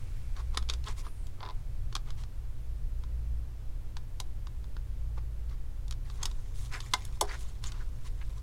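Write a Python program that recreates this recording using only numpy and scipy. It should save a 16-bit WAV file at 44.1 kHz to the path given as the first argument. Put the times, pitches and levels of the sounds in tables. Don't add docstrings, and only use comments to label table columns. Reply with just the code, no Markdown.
import sys
import numpy as np
from scipy import signal
from scipy.fft import rfft, irfft
from scipy.io import wavfile
from scipy.ndimage import uniform_filter1d

SR = 44100
rng = np.random.default_rng(int(sys.argv[2]) if len(sys.argv) > 2 else 0)


def dump_mix(stems):
    frames = np.atleast_2d(stems).T
    limited = np.clip(frames, -1, 1)
    pcm = np.round(limited * 32767).astype(np.int16)
    wavfile.write(sys.argv[1], SR, pcm)


N = 371322
TIME = np.arange(N) / SR


def amp(db):
    return 10 ** (np.asarray(db) / 20)


def unit(x):
    return x / np.sqrt(np.mean(x ** 2) + 1e-20)


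def read(points, hz):
    f, value = np.transpose(points)
    return np.interp(np.log(hz + 1), np.log(f + 1), value)


def add(mix, s, sound):
    part = mix[max(round(s * SR), 0):][:len(sound)]
    part += sound[:len(part)]


def decay(t, t60):
    return np.exp(-np.log(1000) * t / t60)


def noise(colour):
    gain = amp(read(colour, np.fft.rfftfreq(N, 1 / SR)))
    return unit(irfft(rfft(rng.standard_normal(N)) * gain, N))


def wander(rate_hz):
    gain = 1 / (1 + (np.fft.rfftfreq(N, 1 / SR) / rate_hz) ** 4)
    return unit(irfft(rfft(rng.standard_normal(N)) * gain, N))


def ring(colour, body_db, fizz_db, size=2048):
    hz = np.fft.rfftfreq(size, 1 / SR)
    tilt_db = read([(1300, body_db), (2900, 0), (4900, 0), (7200, fizz_db), (14000, 1.88 * fizz_db)], hz)
    gain = amp(read(colour, hz) + tilt_db)
    gain /= np.sqrt(np.mean(gain ** 2 * (hz > 2500) * (hz < 5500)))
    log_gain = np.log(np.r_[gain, gain[-2:0:-1]] + 1e-6)
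    return np.fft.ifft(np.exp(np.conj(signal.hilbert(log_gain)))).real


def crack(length, size=1024):
    u = np.arange(size) / SR / max(length, 1 / SR)
    spectrum = rfft(rng.standard_normal(size) * u * np.exp(-u), 2 * size)
    smooth_power = uniform_filter1d(abs(spectrum) ** 2, size=70)
    return irfft(spectrum / np.sqrt(smooth_power + 1e-12))[:size]


# frequency in Hz, relative level in dB.
SNAP_COLOUR = [(120, -21), (350, -5), (620, -10), (1080, 5), (1600, -4), (2500, -5.5), (3600, 4), (4600, 0),
               (6500, -4), (9000, -11.5), (10300, -13), (12500, -22.5), (15500, -30)]


def snap(db, body_db, fizz_db, span=0.0045, shortest=0.0012, growth=0.0077):
    length = shortest + growth * amp(db)
    cracked = signal.fftconvolve(crack(length), ring(SNAP_COLOUR, body_db, fizz_db))
    return amp(db) * np.sqrt(span * SR) * cracked


# start in seconds, level in dB, brightness in dB before body and fizz scaling.
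CONNECTOR_SNAPS = [(0.365, -53.5, -4), (0.5456, -48.5, -3), (0.5725, -29, -3), (0.625, -50.5, -2.5),
                   (0.8837, -51, -1), (1.0658, -55, -9), (1.9264, -49, -4), (1.952, -32.5, 0),
                   (1.9638, -39.5, -4), (2.104, -48.5, -0.5), (2.236, -52, -3), (3.036, -56, -5),
                   (3.968, -44.5, -3), (4.2006, -37, 3.5), (4.4692, -51, -4), (4.6414, -59, -5),
                   (4.766, -54, -8), (5.88, -55, 5), (5.9094, -42.5, 3.5), (5.9235, -46.5, 0),
                   (6.0991, -51.5, -4), (6.229, -38.5, 4), (6.2317, -37, 0.5), (6.255, -32.5, 3.5),
                   (6.313, -51.5, -0.5), (6.9356, -24, 0.5), (6.9394, -34, -3.5), (7.2104, -27.5, 8),
                   (7.639, -41.5, 1)]
BODY_PER_BRIGHT, FIZZ_PER_BRIGHT = -1.57, 0.92


def connector_snaps():
    out = np.zeros(N)
    for s, db, bright_db in CONNECTOR_SNAPS:
        add(out, s, snap(db, BODY_PER_BRIGHT * bright_db, FIZZ_PER_BRIGHT * bright_db))
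    return out


# start in seconds, level in dB, fizz in dB.
FOIL_SNAPS = [(0.689, -38, -6), (0.6976, -29, -5), (0.736, -40.5, 0), (0.84, -49.5, -2), (1.268, -57, 6),
              (6.8036, -41, -0.5), (7.051, -51, 10.5), (7.719, -46, 0.5)]


def foil_snaps(body_db=-5.5):
    out = np.zeros(N)
    for s, db, fizz_db in FOIL_SNAPS:
        add(out, s, snap(db, body_db, fizz_db))
    return out


# start in seconds, level in dB.
CABLE_SLIPS = [(1.4048, -50), (1.4292, -47), (1.434, -52), (1.451, -51), (1.461, -49.5), (1.488, -50),
               (1.4979, -51), (1.506, -53)]


def cable_slips(body_db=0, fizz_db=-22):
    out = np.zeros(N)
    for s, db in CABLE_SLIPS:
        add(out, s, snap(db, body_db, fizz_db))
    return out


# start in seconds, pitch in Hz, level in dB before the envelope.
PINGS = [(0.573, 10450, -26.5), (0.698, 6500, -28.5), (6.2313, 6420, -22.5), (6.2327, 7450, -25),
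         (6.2555, 5300, -24.5), (7.2117, 10080, -17.5)]


def pings(rise_s=0.00048, t60_s=0.012):
    t, out = np.arange(SR // 20) / SR, np.zeros(N)
    envelope = (1 - np.exp(-t / rise_s)) * decay(t, t60_s)
    for s, hz, db in PINGS:
        add(out, s, amp(db) * envelope * np.sin(2 * np.pi * hz * t))
    return out


# start in seconds, level in dB, centre of its spectrum in Hz.
KNOCKS = [(4.201, -43, 1020), (6.938, -23.5, 1420), (6.9452, -42, 1100), (7.2114, -23, 790),
          (7.2148, -29.5, 655), (7.2205, -26.5, 453)]
# frequency in Hz, relative level in dB, 60 dB decay in seconds.
CHASSIS_MODES = [(354, -9, 0.12), (407, -4.5, 0.21), (485, -2.5, 0.029), (603, -7, 0.079),
                 (673, -10.5, 0.08), (750, -11, 0.15), (844, -1.5, 0.069), (1020, 5, 0.035),
                 (1176, -2, 0.031), (1536, -9, 0.047), (2080, 3.5, 0.037)]


def knocks(rise_s=0.00045, slip_blow_db=3, slip_blow_hz=960):
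    t, out = np.arange(SR // 2) / SR, np.zeros(N)
    nudges = [(s, db + slip_blow_db, slip_blow_hz) for s, db in CABLE_SLIPS]
    for s, db, centre_hz in KNOCKS + nudges:
        for k, (hz, mode_db, t60) in enumerate(CHASSIS_MODES):
            share = np.exp(-np.log2(hz / centre_hz) ** 2)
            push = (-1) ** k
            swing = push * np.sin(2 * np.pi * hz * t) * (1 - np.exp(-t / rise_s))
            add(out, s, share * amp(db + mode_db) * swing * decay(t, t60))
    return out


def friction(grains_per_s=700, spread_db=2.0, smooth=1.8, patchy_db=2.5):
    sizes = amp(spread_db * np.minimum(rng.exponential(1, N), 4))
    slips = rng.standard_normal(N) * sizes * (rng.random(N) < grains_per_s / SR)
    z = signal.stft(unit(slips) + smooth * rng.standard_normal(N), nperseg=256)[2]
    blur = np.outer(np.hanning(7), np.hanning(7))
    patches = unit(signal.oaconvolve(rng.standard_normal(z.shape), blur, "same"))
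    return signal.istft(z * amp(patchy_db * patches), nperseg=256)[1][:N]


def swell(x, start, end, overhang=.1):
    lead = overhang * (end - start)
    part = x[round(start * SR):][:max(round((end - start + 2 * lead) * SR), 64)]
    return start - lead, unit(part * np.sin(np.linspace(0, np.pi, len(part))))


# frequency in Hz, relative level in dB.
RUB_COLOUR = [(120, -20.5), (380, 14), (620, 2.5), (1050, 15.5), (1550, 5.5), (2100, 6.5), (2600, 2),
              (3600, 2.5), (5300, 0), (6900, -11), (10500, -24.5), (12500, -37), (15500, -41)]
# start in seconds, end in seconds, level in dB before the trim,
# brightness in dB before body scaling and fizz offset.
RUBS = [(0.358, 0.421, -62, -1.5), (0.529, 0.569, -66, -2), (0.681, 0.758, -61, 3.5),
        (0.85, 0.93, -56.5, 6), (0.864, 0.898, -58.5, -1), (0.965, 1.02, -58.5, 10), (1.031, 1.088, -65, 0),
        (1.387, 1.519, -72.5, -12), (2.053, 2.131, -67.5, 1), (2.167, 2.237, -64, 7),
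        (5.169, 5.193, -64.5, -2), (5.484, 5.55, -69.5, 1), (6.184, 6.29, -65, -3.5),
        (6.545, 6.687, -65, 13.5), (6.718, 6.764, -55, 7.5), (7.215, 7.265, -64.5, -7.5),
        (7.27, 7.379, -56.5, 5.5), (7.374, 7.449, -64, 13), (7.625, 7.708, -57.5, 8),
        (7.684, 7.858, -67, 2.5), (8.042, 8.091, -60.5, 7.5)]
RUB_BODY_DB, RUB_FIZZ_DB, RUB_BODY_PER_BRIGHT = 2.5, 4, -1.1


def glove_rubs(trim_db=-1.27):
    rubbing, out = friction(), np.zeros(N)
    for start, end, db, bright_db in RUBS:
        s, stroke = swell(rubbing, start, end)
        colour = ring(RUB_COLOUR, RUB_BODY_DB + RUB_BODY_PER_BRIGHT * bright_db, RUB_FIZZ_DB + bright_db)
        add(out, s, amp(db + trim_db) * signal.fftconvolve(stroke, colour))
    return out


# time in seconds, level in dB before the trim.
RUSTLE_COURSE = [(6.05, -62), (6.57, -65.5), (6.73, -58), (6.83, -55.5), (7.0, -57.5), (7.32, -67),
                 (7.46, -59.5), (7.65, -72), (7.81, -70.5), (8.4, -65)]


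def rustle(trim_db=-1, body_db=-4, fizz_db=14, clump_db=2.0, clump_hz=18):
    s, db = np.transpose(RUSTLE_COURSE)
    grains = friction(grains_per_s=460, spread_db=0.5, smooth=2.2, patchy_db=4.5)
    grainy = unit(signal.oaconvolve(grains, ring(RUB_COLOUR, body_db, fizz_db))[:N])
    level = amp(np.interp(TIME, s, db) + trim_db + clump_db * wander(clump_hz))
    return level * (TIME > s[0]) * (TIME < s[-1]) * grainy


def foil_crackle(rubbing, body_db=-4, fizz_db=3):
    per_s, share_db, spread_db, above_hz = 150, -4.5, 3, 2500
    treble = signal.lfilter(*signal.butter(2, above_hz, "highpass", fs=SR), rubbing)
    effort = np.sqrt(abs(uniform_filter1d(treble ** 2, size=600)))
    sizes = amp(spread_db * np.minimum(rng.exponential(1, N), 4))
    pops = (rng.random(N) < per_s / SR) * sizes
    crackles = unit(signal.oaconvolve(pops, ring(SNAP_COLOUR, body_db, fizz_db))[:N])
    return amp(share_db) * effort * crackles


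# start in seconds, end in seconds, level in dB,
# resonance at mid-scuff in Hz, bandwidth in Hz.
FLEXES = [(0.862, 0.887, -50.5, 3450, 900), (0.883, 0.89, -51, 6900, 1400),
          (6.711, 6.798, -48.5, 1600, 1200), (6.724, 6.77, -46, 1980, 1000),
          (6.726, 6.754, -51.5, 5070, 600), (7.272, 7.335, -50.5, 1650, 1100),
          (7.29, 7.298, -49, 4600, 350), (7.308, 7.319, -45.5, 2050, 230), (7.326, 7.36, -48, 1490, 1150),
          (7.659, 7.686, -49, 6830, 800), (7.8, 7.83, -57, 1410, 550), (8.211, 8.23, -53, 1800, 1990)]


def cable_flexes(sag_hz_per_s=3800):
    rubbing, out = friction(grains_per_s=750, smooth=0.93, patchy_db=-0.5), np.zeros(N)
    for start, end, db, hz, width_hz in FLEXES:
        s, scuff = swell(rubbing, start, end)
        from_middle = s + np.arange(len(scuff)) / SR - (start + end) / 2
        turn = np.exp(2j * np.pi * np.cumsum(hz - sag_hz_per_s * from_middle) / SR)
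        band = turn * signal.lfilter(*signal.butter(2, width_hz / 2, fs=SR), scuff / turn)
        add(out, s, amp(db) * unit(band.real))
    return out


# time in seconds, mean slip rate in Hz, level in dB.
SQUEAK_SLIDES = [
    [(1.03, 1275, -70), (1.07, 1350, -64), (1.125, 1272, -70), (1.17, 1238, -69), (1.24, 1125, -70),
     (1.30, 970, -80)],
    [(6.11, 970, -73), (6.21, 915, -77), (6.53, 895, -76)],
]
# multiple of the slip rate, relative level in dB.
SQUEAK_HARMONICS = [(7, 0), (8, -2), (9, -8)]


def squeaks(jitter=0.006, jitter_hz=250, flutter_db=-2.5, flutter_hz=22):
    out, unsteady = np.zeros(N), 1 + jitter * wander(jitter_hz)
    gains = [amp(db + flutter_db * wander(flutter_hz)) for _, db in SQUEAK_HARMONICS]
    for slide in SQUEAK_SLIDES:
        s, rate, db = np.transpose(slide)
        inside = (TIME > s[0]) & (TIME < s[-1])
        t = TIME[inside]
        turns = np.cumsum(np.interp(t, s, rate) * unsteady[inside]) / SR
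        partials = sum(gain[inside] * np.sin(2 * np.pi * k * turns)
                       for (k, _), gain in zip(SQUEAK_HARMONICS, gains))
        add(out, s[0], amp(np.interp(t, s, db)) * unit(partials))
    return out


# frequency in Hz, 60 dB decay in seconds.
ROOM_DECAY = [(300, 0.84), (1000, 0.22), (8000, 0.12)]


def space(x, case_db=-12, case_t60=0.065, room_db=-20, delay=0.0028):
    near, far = rng.standard_normal((2, SR // 2))
    near *= decay(np.arange(len(near)) / SR, case_t60)
    hz, t, z = signal.stft(far, SR, nperseg=256)
    z = z * decay(t, read(ROOM_DECAY, hz)[:, None])
    far = signal.istft(z, SR, nperseg=256)[1][:len(near)]
    tail = amp(case_db) * near / np.linalg.norm(near) + amp(room_db) * far / np.linalg.norm(far)
    out = x.copy()
    add(out, delay, signal.fftconvolve(x, tail))
    return out


# time in seconds, level in dB before the trim.
DRONE_COURSE = [(0.0, -56), (0.59, -35.5), (0.82, -34), (0.87, -50), (2.62, -44.5), (3.3, -34), (4.01, -51),
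                (5.04, -35.5), (6.4, -45.5), (8.42, -43.5)]


def drone(start_hz=60.87, sag_hz_per_s=0.99, trim_db=-1, drift_rad=0.27):
    s, db = np.transpose(DRONE_COURSE)
    turns = np.cumsum(start_hz - sag_hz_per_s * TIME) / SR
    tone = unit(np.sin(2 * np.pi * turns + drift_rad * wander(2.4)))
    return amp(np.interp(TIME, s, db) + trim_db) * tone


# frequency in Hz, mean level in dB.
HUM_TONES = [(92, -54), (120, -55)]


def hum(waver_db=2, drift_rad=0.85):
    out = np.zeros(N)
    for hz, db in HUM_TONES:
        tone = unit(np.sin(2 * np.pi * hz * TIME + drift_rad * wander(2.15)))
        out += amp(db + waver_db * wander(1.8)) * tone
    return out


# frequency in Hz, relative level in dB.
HISS_COLOUR = [(1900, -6), (2300, -1.5), (2800, -8.5), (10000, -13), (13000, -25)]


def hiss(start_db=-63, fade_db_per_s=6.5):
    return amp(start_db - fade_db_per_s * TIME) * noise(HISS_COLOUR)


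# frequency in Hz, relative level in dB.
RUMBLE_COLOUR = [(15, 3), (30, 3), (45, -6.5), (57, -5), (74, -17), (92, -14.5), (115, -12.5), (135, -24.5),
                 (170, -28), (230, -59), (400, -70)]


def rumble(mean_db=-35, swell_db=1):
    return amp(mean_db + swell_db * wander(2.2)) * noise(RUMBLE_COLOUR)


# frequency in Hz, relative level in dB.
AIR_COLOUR = [(88, -30), (150, -1.5), (520, -10.5), (662, -14), (2650, -23), (14200, -31.5), (16000, -34)]


def air(level_db=-60):
    return amp(level_db) * noise(AIR_COLOUR)


def scene():
    rubbing = glove_rubs() + rustle()
    snapping = connector_snaps() + foil_snaps() + cable_slips() + pings()
    sliding = rubbing + foil_crackle(rubbing) + cable_flexes() + squeaks()
    handling = snapping + knocks() + sliding
    background = drone() + hum() + hiss() + rumble() + air()
    return (space(handling) + background)[None]


def record(dry, edge_hz=16150):
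    low_pass = signal.firwin(255, edge_hz, window=("kaiser", 9), fs=SR)
    return signal.oaconvolve(dry, low_pass[None], "same")


dry = scene()
out = record(dry)
dump_mix(out)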